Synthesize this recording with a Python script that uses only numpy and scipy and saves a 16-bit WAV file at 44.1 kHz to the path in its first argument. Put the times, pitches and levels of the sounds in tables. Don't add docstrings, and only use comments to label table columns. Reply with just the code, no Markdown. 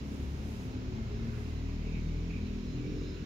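import sys
import numpy as np
from scipy import signal
from scipy.fft import rfft, irfft
from scipy.io import wavfile
from scipy.ndimage import uniform_filter1d

SR = 44100
rng = np.random.default_rng(int(sys.argv[2]) if len(sys.argv) > 2 else 0)


def generate_wav(signal):
    frames = np.transpose(np.atleast_2d(signal))
    scaled = np.clip(frames, -1, 1) * 32767
    pcm = np.round(scaled).astype(np.int16)
    wavfile.write(sys.argv[1], SR, pcm)


N = 143325

# (time [s], rate [Hz])
PULSE_RATE = [(0.0, 34.4), (0.08, 34.7), (0.23, 34.8), (0.51, 36.3), (0.65, 36.1), (0.8, 36.3),
              (0.88, 36.8), (1.1, 37.4), (1.32, 38.2), (1.79, 39.1), (1.93, 39.7), (2.08, 39.7),
              (2.23, 42.4), (2.38, 40.6), (2.58, 40.7), (2.87, 42.3), (3.25, 42.4)]
# (time [s], roughness [0-1])
ROUGHNESS = [(0, 0.12), (.3, 0.3), (.6, 0.24), (1.0, 0.58), (1.3, 0.33), (1.7, 0.22), (2.1, 0.25),
             (2.25, 0.2), (2.45, 0.3), (2.8, 0.3), (3.0, 0.25), (3.25, 0.2)]


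def purr():
    # (centre [Hz], width [Hz], level within the register [dB])
    fundamental_modes = [(38.9, 23, 0)]
    chest_modes = [(68.4, 42, 0.2), (117.7, 15, 1)]
    throat_modes = [(161, 44, 1), (260.5, 41, -3.3)]
    buzz_modes = [(352, 72, 1.5), (407, 62, 0)]
    # (time [s], fundamental level before trim [dB], chest level before trim [dB])
    bass = [(0.02, -58, -45), (0.14, -68, -42.5), (0.19, -51, -40.5), (0.3, -60, -39), (0.63, -50, -42),
            (0.66, -53, -45), (1.37, -45, -38), (1.45, -53, -39.5), (1.59, -38, -38.5), (1.93, -36, -41.5),
            (2.17, -34.5, -38), (2.3, -40, -43), (2.43, -42, -38), (2.59, -38, -46), (2.71, -44.5, -42.5),
            (2.91, -39.5, -42.5), (3.02, -39.5, -44.5), (3.22, -51, -43)]
    # (time [s], throat level before trim [dB], buzz level before trim [dB])
    upper = [(0.02, -47, -50), (0.06, -47, -69), (0.12, -46, -51.5), (0.32, -46.5, -53.5), (0.95, -46, -49),
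             (0.99, -40, -50), (1.09, -52, -63), (1.11, -51, -47), (1.27, -42.5, -51.5), (1.31, -48.5, -50),
             (1.75, -45, -55), (1.89, -44, -48), (1.94, -41, -57.5), (2.23, -44.5, -51.5),
             (2.28, -41, -52.5), (3.02, -46.5, -46), (3.18, -55, -47.5), (3.22, -41, -53)]
    # (time [s], level [dB])
    rasp_level = [(0, -57.5), (.9, -58), (1.6, -60), (2.6, -65.5), (3.25, -90)]
    trim_db = (-4, 0.5, 2.5, 0.1)
    lag_s = (.0035, 0, .0035, .008)
    edges_hz = (20, 55, 135, 305, 600)

    cycles = np.cumsum(curve(PULSE_RATE)) / SR
    pulses, gate = larynx(cycles)
    drive = pulses + curve(ROUGHNESS) * gate * rng.standard_normal(N)
    registers = fundamental_modes, chest_modes, throat_modes, buzz_modes
    levels = curve(bass), curve(bass, axis=2), curve(upper), curve(upper, axis=2)
    body = np.zeros(N)
    for k, modes in enumerate(registers):
        rung = steady(sum(undb(db) * ring(drive, hz, width) for hz, width, db in modes))
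        voiced = steady(rung + overtones(cycles, edges_hz[k], edges_hz[k + 1]))
        late = np.roll(voiced, int(lag_s[k] * SR))
        body += late * undb(levels[k] + trim_db[k])
    body_low_pass = signal.butter(4, 513, fs=SR, output="sos")
    body = signal.sosfiltfilt(body_low_pass, body)
    rasp = unit(ring(gate * rng.standard_normal(N), hz=690, width_hz=600))
    return room(body + undb(curve(rasp_level)) * rasp)


def larynx(cycles):
    jitter, shimmer_db = 0.038, 3.5
    close_at, close_wander = 0.358, 0.044
    close_db, puff_decay = -7, 1

    rate, rough = curve(PULSE_RATE), curve(ROUGHNESS)
    closing_place = close_at + close_wander * walk(5)
    pulses, gate = np.zeros(2 * N), np.zeros(2 * N)
    beats = np.searchsorted(cycles, np.arange(cycles[-1]))
    for i, (shift, size, closing) in zip(beats, rng.standard_normal((200, 3))):
        period = SR / rate[i]
        start = abs(i + int(period * jitter * rough[i] * shift))
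        strength = undb(shimmer_db * rough[i] * size)
        pulses[start] += strength
        close = start + int(period * abs(closing_place[i]))
        pulses[close] -= strength * undb(close_db + shimmer_db * rough[i] * closing)
        age = np.arange(int(2 * period))
        gate[start + age] += strength * np.exp(-age / period / puff_decay)
    return unit(pulses[:N]), unit(gate[:N])


def overtones(cycles, low_hz, high_hz):
    # (start [s], end [s], nearby frequency [Hz], level over the ringing [dB])
    singing = [(0, 0.245, 277, -0.5), (0, 0.207, 208, 2), (0.038, 0.595, 70, -4), (0.093, 0.326, 244, -0.5),
               (0.182, 0.706, 180, -4.5), (0.3, 0.6, 214, 2.5), (0.401, 1.456, 111, -1),
               (0.69, 0.922, 254, -1.5), (0.807, 1.026, 368, 3), (0.876, 1.42, 225, 14),
               (0.998, 1.225, 414, 4.5), (1.11, 2.657, 78, 2), (1.272, 1.52, 418, 1),
               (1.478, 1.945, 234, -16.5), (1.505, 2.354, 117, -2), (1.74, 2.456, 160, -5),
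               (1.79, 2.04, 435, -2), (2.332, 2.642, 243, -4.5), (2.367, 2.702, 204, 3),
               (2.557, 3.196, 166, -5.5), (2.596, 3.23, 378, 0.5), (2.504, 3.25, 251, 1.5),
               (2.674, 2.983, 125, 7), (2.717, 3.212, 296, 9), (2.803, 3.05, 423, 8),
               (2.827, 3.085, 465, 3.5), (2.836, 3.03, 508, 0)]
    t, rate, out = np.arange(N) / SR, curve(PULSE_RATE), np.zeros(N)
    for start, end, hz, db in singing:
        if low_hz <= hz < high_hz:
            multiple = round(hz / np.interp((start + end) / 2, t, rate))
            swell = np.sin(np.pi * np.clip((t - start) / (end - start), 0, 1))
            out += np.sqrt(2) * undb(db) * swell * np.cos(2 * np.pi * multiple * cycles)
    return out


def room(x):
    t60_s, tail_db, port_lag_s = 0.095, -14.5, 0.00033
    t = np.arange(SR // 2) / SR
    tail = rng.standard_normal((2, len(t))) * np.exp(-np.log(1000) * t / t60_s)
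    tail /= np.sqrt(np.sum(tail ** 2, axis=1, keepdims=True))
    late = np.interp(np.arange(N) - port_lag_s * SR, np.arange(N), x)
    direct = np.array([late, x]) * pan(0.6)
    return direct + undb(tail_db) * signal.fftconvolve(x[None], tail, axes=1)[:, :N]


def nose():
    # (time [s], centre [Hz], level [dB])
    whistle = [(.7, 2130, -82), (1.07, 2140, -69), (1.2, 2140, -73), (1.4, 2020, -68), (1.5, 2080, -72),
               (1.73, 1880, -70), (1.87, 2280, -69), (2.02, 2320, -72), (2.13, 2290, -69), (2.3, 2245, -68),
               (2.57, 2300, -71), (2.8, 2315, -67), (3.12, 2315, -68), (3.2, 2315, -82)]
    return airy(whistle, width_hz=58, wander_hz=10.12, patchy_db=3)


def hand():
    # (start [s], length [s], level [dB])
    strokes = [(-0.02, 0.37, -69), (0.263, 0.51, -66.5), (1.146, 0.51, -73)]
    # (frequency [Hz], relative density [dB per Hz])
    cloth_spectrum = [(700, -14), (2500, -28), (6000, 11), (9000, 5), (12000, 7), (15500, -4)]
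    # (time [s], centre [Hz], level [dB])
    fingers = [(0, 2820, -74), (.55, 2700, -68), (.8, 2500, -74), (1.12, 2700, -66), (1.38, 2550, -64),
               (1.6, 2600, -68), (1.88, 2400, -65.5), (2.03, 2400, -68), (2.13, 2350, -63.5),
               (2.24, 2400, -69), (2.36, 2400, -61.5), (2.44, 2450, -66), (2.68, 2600, -67),
               (2.77, 2620, -60.5), (2.85, 2600, -67), (3.25, 2706, -66)]
    # (time [s], level [dB])
    rub_level = [(0, -72), (.9, -68.5), (1.35, -60), (1.65, -83), (3.05, -66), (3.2, -62.5)]
    tick_s, tick_decay_s, tick_db = 1.957, .002, -68

    t = np.arange(N) / SR
    swell = np.zeros(N)
    for start, length, db in strokes:
        swell += undb(db) * np.sin(np.pi * np.clip((t - start) / length, 0, 1))
    cloth = swell * undb(1.4 * walk(33.3)) * colour(rng.standard_normal((2, N)), cloth_spectrum)
    fur = airy(fingers, width_hz=404, wander_hz=49.63, patchy_db=4)
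    tick_noise = unit(ring(rng.standard_normal((2, N)), hz=5200, width_hz=4080))
    tick = (t >= tick_s) * np.exp(-abs(t - tick_s) / tick_decay_s) * tick_noise
    palm_noise = unit(ring(rng.standard_normal((2, N)), hz=1460, width_hz=420))
    palm = undb(curve(rub_level)) * palm_noise
    return cloth + fur + palm + undb(tick_db) * tick


def thumps():
    # (time of the centre [s], level of the envelope's top [dB])
    bumps = [(0.685, -32), (0.756, -32), (0.82, -43), (0.888, -31), (0.942, -29.5), (1.022, -31),
             (1.087, -38), (1.143, -27), (1.236, -30.5), (2.879, -38.5), (2.96, -46), (3.06, -39),
             (3.131, -40)]
    swing_hz, spread_s = 68.3, 0.0062
    t, out = np.arange(N) / SR, np.zeros(N)
    for at, db in bumps:
        envelope = np.exp(-.5 * ((t - at) / spread_s) ** 2)
        out += undb(db) * envelope * np.sin(2 * np.pi * swing_hz * (t - at))
    return out


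def whine():
    # (frequency [Hz], level before the common gain [dB])
    tones = [(3715, -74), (3763, -75), (4054, -79), (4077, -74), (4095, -77), (5104, -75.5), (5597, -75),
             (6585, -79), (6665, -81)]
    # (time [s], gain [dB])
    tone_gain = [(0, -12), (1.3, -6.5), (2.2, -9), (2.6, -3), (2.85, -3), (3.1, 4.5), (3.25, -10)]
    # (time of the centre [s], spread [s], frequency [Hz], level at the centre [dB])
    flares = [(.605, .02, 6600, -74), (.96, .03, 5104, -76), (1.21, .05, 4060, -74),
              (1.55, .08, 3740, -74.5), (1.73, .025, 5104, -75), (2.0, .1, 3720, -71.5),
              (2.22, .02, 5610, -75), (2.45, .02, 4075, -67), (2.62, .06, 5597, -75),
              (2.695, .02, 4085, -66), (2.72, .02, 5115, -69), (2.74, .02, 6690, -75),
              (2.97, .02, 4090, -69), (2.99, .03, 5095, -74), (3.11, .025, 5070, -69),
              (3.125, .04, 3745, -72), (3.13, .065, 4085, -66)]
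    tone_drift_hz, tone_flicker_db = 2.883, 3.5
    flare_drift_hz, flare_flicker_db = 12, 2.5

    t, out = np.arange(N) / SR, np.zeros((2, N))
    for hz, db in tones:
        phase = 2 * np.pi * np.cumsum(hz + tone_drift_hz * walk(25.37)) / SR
        level_db = db + curve(tone_gain) + tone_flicker_db * walk(15)
        for side in out:
            side += np.sqrt(2) * undb(level_db) * np.sin(phase + .5 * walk(2.7))
    for at, spread, hz, db in flares:
        phase = 2 * np.pi * np.cumsum(hz + flare_drift_hz * walk(60)) / SR
        envelope = np.exp(-.5 * ((t - at) / spread) ** 2)
        swell = undb(db + flare_flicker_db * walk(40.24)) * envelope
        for side in out:
            side += np.sqrt(2) * swell * np.sin(phase + .5 * walk(20))
    return out


def rumble():
    # (frequency [Hz], relative density [dB per Hz])
    rumble_spectrum = [(25, -60), (35, -24), (46, -13.5), (56, -6.5), (70, -12.5), (95, -15), (140, -9),
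                       (180, -14.5), (300, -17.5), (500, -29), (1000, -56.5), (4000, -91)]
    # (time [s], gain [dB])
    rumble_gain = [(0, 1.5), (.6, 0), (.95, 0), (1.3, 2), (1.7, -3.5), (2.05, 0), (2.25, 0), (2.6, -2.5),
                   (2.9, 5), (3.25, -1)]
    base_db, side_db = -44, -10
    noise = rng.standard_normal(N) + undb(side_db) * rng.standard_normal((2, N))
    return undb(base_db + curve(rumble_gain)) * colour(noise, rumble_spectrum)


def hiss():
    # (frequency [Hz], relative density [dB per Hz])
    hiss_spectrum = [(320, -14), (550, -0.5), (836, -10), (962, -3.5), (1050, -5.5), (1780, -7.5),
                     (2290, -4.5), (3380, -8.5), (4170, -9), (4600, -12), (5000, -9.5), (5360, -12.5),
                     (5590, -12), (5910, -14), (6800, -13.5), (8270, -33.5), (15500, -28.5)]
    likeness = 0.13
    noise = rng.standard_normal((2, N)) + likeness * rng.standard_normal(N)
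    return undb(-56) * colour(noise, hiss_spectrum)


def airy(rows, width_hz, wander_hz, patchy_db):
    low_pass = signal.butter(2, width_hz / 2, fs=SR, output="sos")
    noise = signal.sosfilt(low_pass, rng.standard_normal((2, N)))
    carrier = np.sin(2 * np.pi * np.cumsum(curve(rows) + wander_hz * walk(14)) / SR)
    return unit(noise * carrier) * undb(curve(rows, axis=2) + patchy_db * walk(18))


def ring(x, hz, width_hz):
    b, a = signal.iirpeak(hz, hz / (1.55 * width_hz), fs=SR)
    return signal.filtfilt(b, a, x, padtype=None)


def colour(x, points):
    hz, db = np.array(points, float).T
    f = np.fft.rfftfreq(N, 1 / SR) + 1
    gain = undb(np.interp(np.log(f), np.log(hz), db)) * np.minimum(f / hz[0], 1)
    return unit(irfft(rfft(x) * gain, N))


def steady(x):
    power = uniform_filter1d(uniform_filter1d(x ** 2, size=4410), size=4410)
    return x / np.sqrt(power + 1e-12)


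def walk(rate):
    k = int(SR / rate)
    held = np.repeat(rng.standard_normal(256), k)[:N]
    return 1.407 * uniform_filter1d(uniform_filter1d(held, k), k)


def curve(rows, axis=1):
    rows = np.array(rows, float)
    return np.interp(np.arange(N) / SR, rows[:, 0], rows[:, axis])


def pan(db):
    return undb(np.array([[db], [-db]]) / 2)


def undb(db):
    return 10 ** (np.asarray(db) / 20)


def unit(x):
    return x / np.sqrt(np.mean(x ** 2))


def scene():
    fade_s = .012
    t = np.arange(N) / SR
    ease = np.sin(np.pi / 2 * np.minimum(np.minimum(t, t[::-1]) / fade_s, 1)) ** 2
    low_cut = signal.butter(6, 31, "high", fs=SR, output="sos")
    low = signal.sosfiltfilt(low_cut, purr() + rumble() + thumps())
    high = hiss() + whine() + hand() + nose()
    return ease * low + high * pan(-4)


def record(dry):
    top_cut = signal.ellip(12, .1, 80, 15750, fs=SR, output="sos")
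    return signal.sosfilt(top_cut, dry)


dry = scene()
out = record(dry)
generate_wav(out)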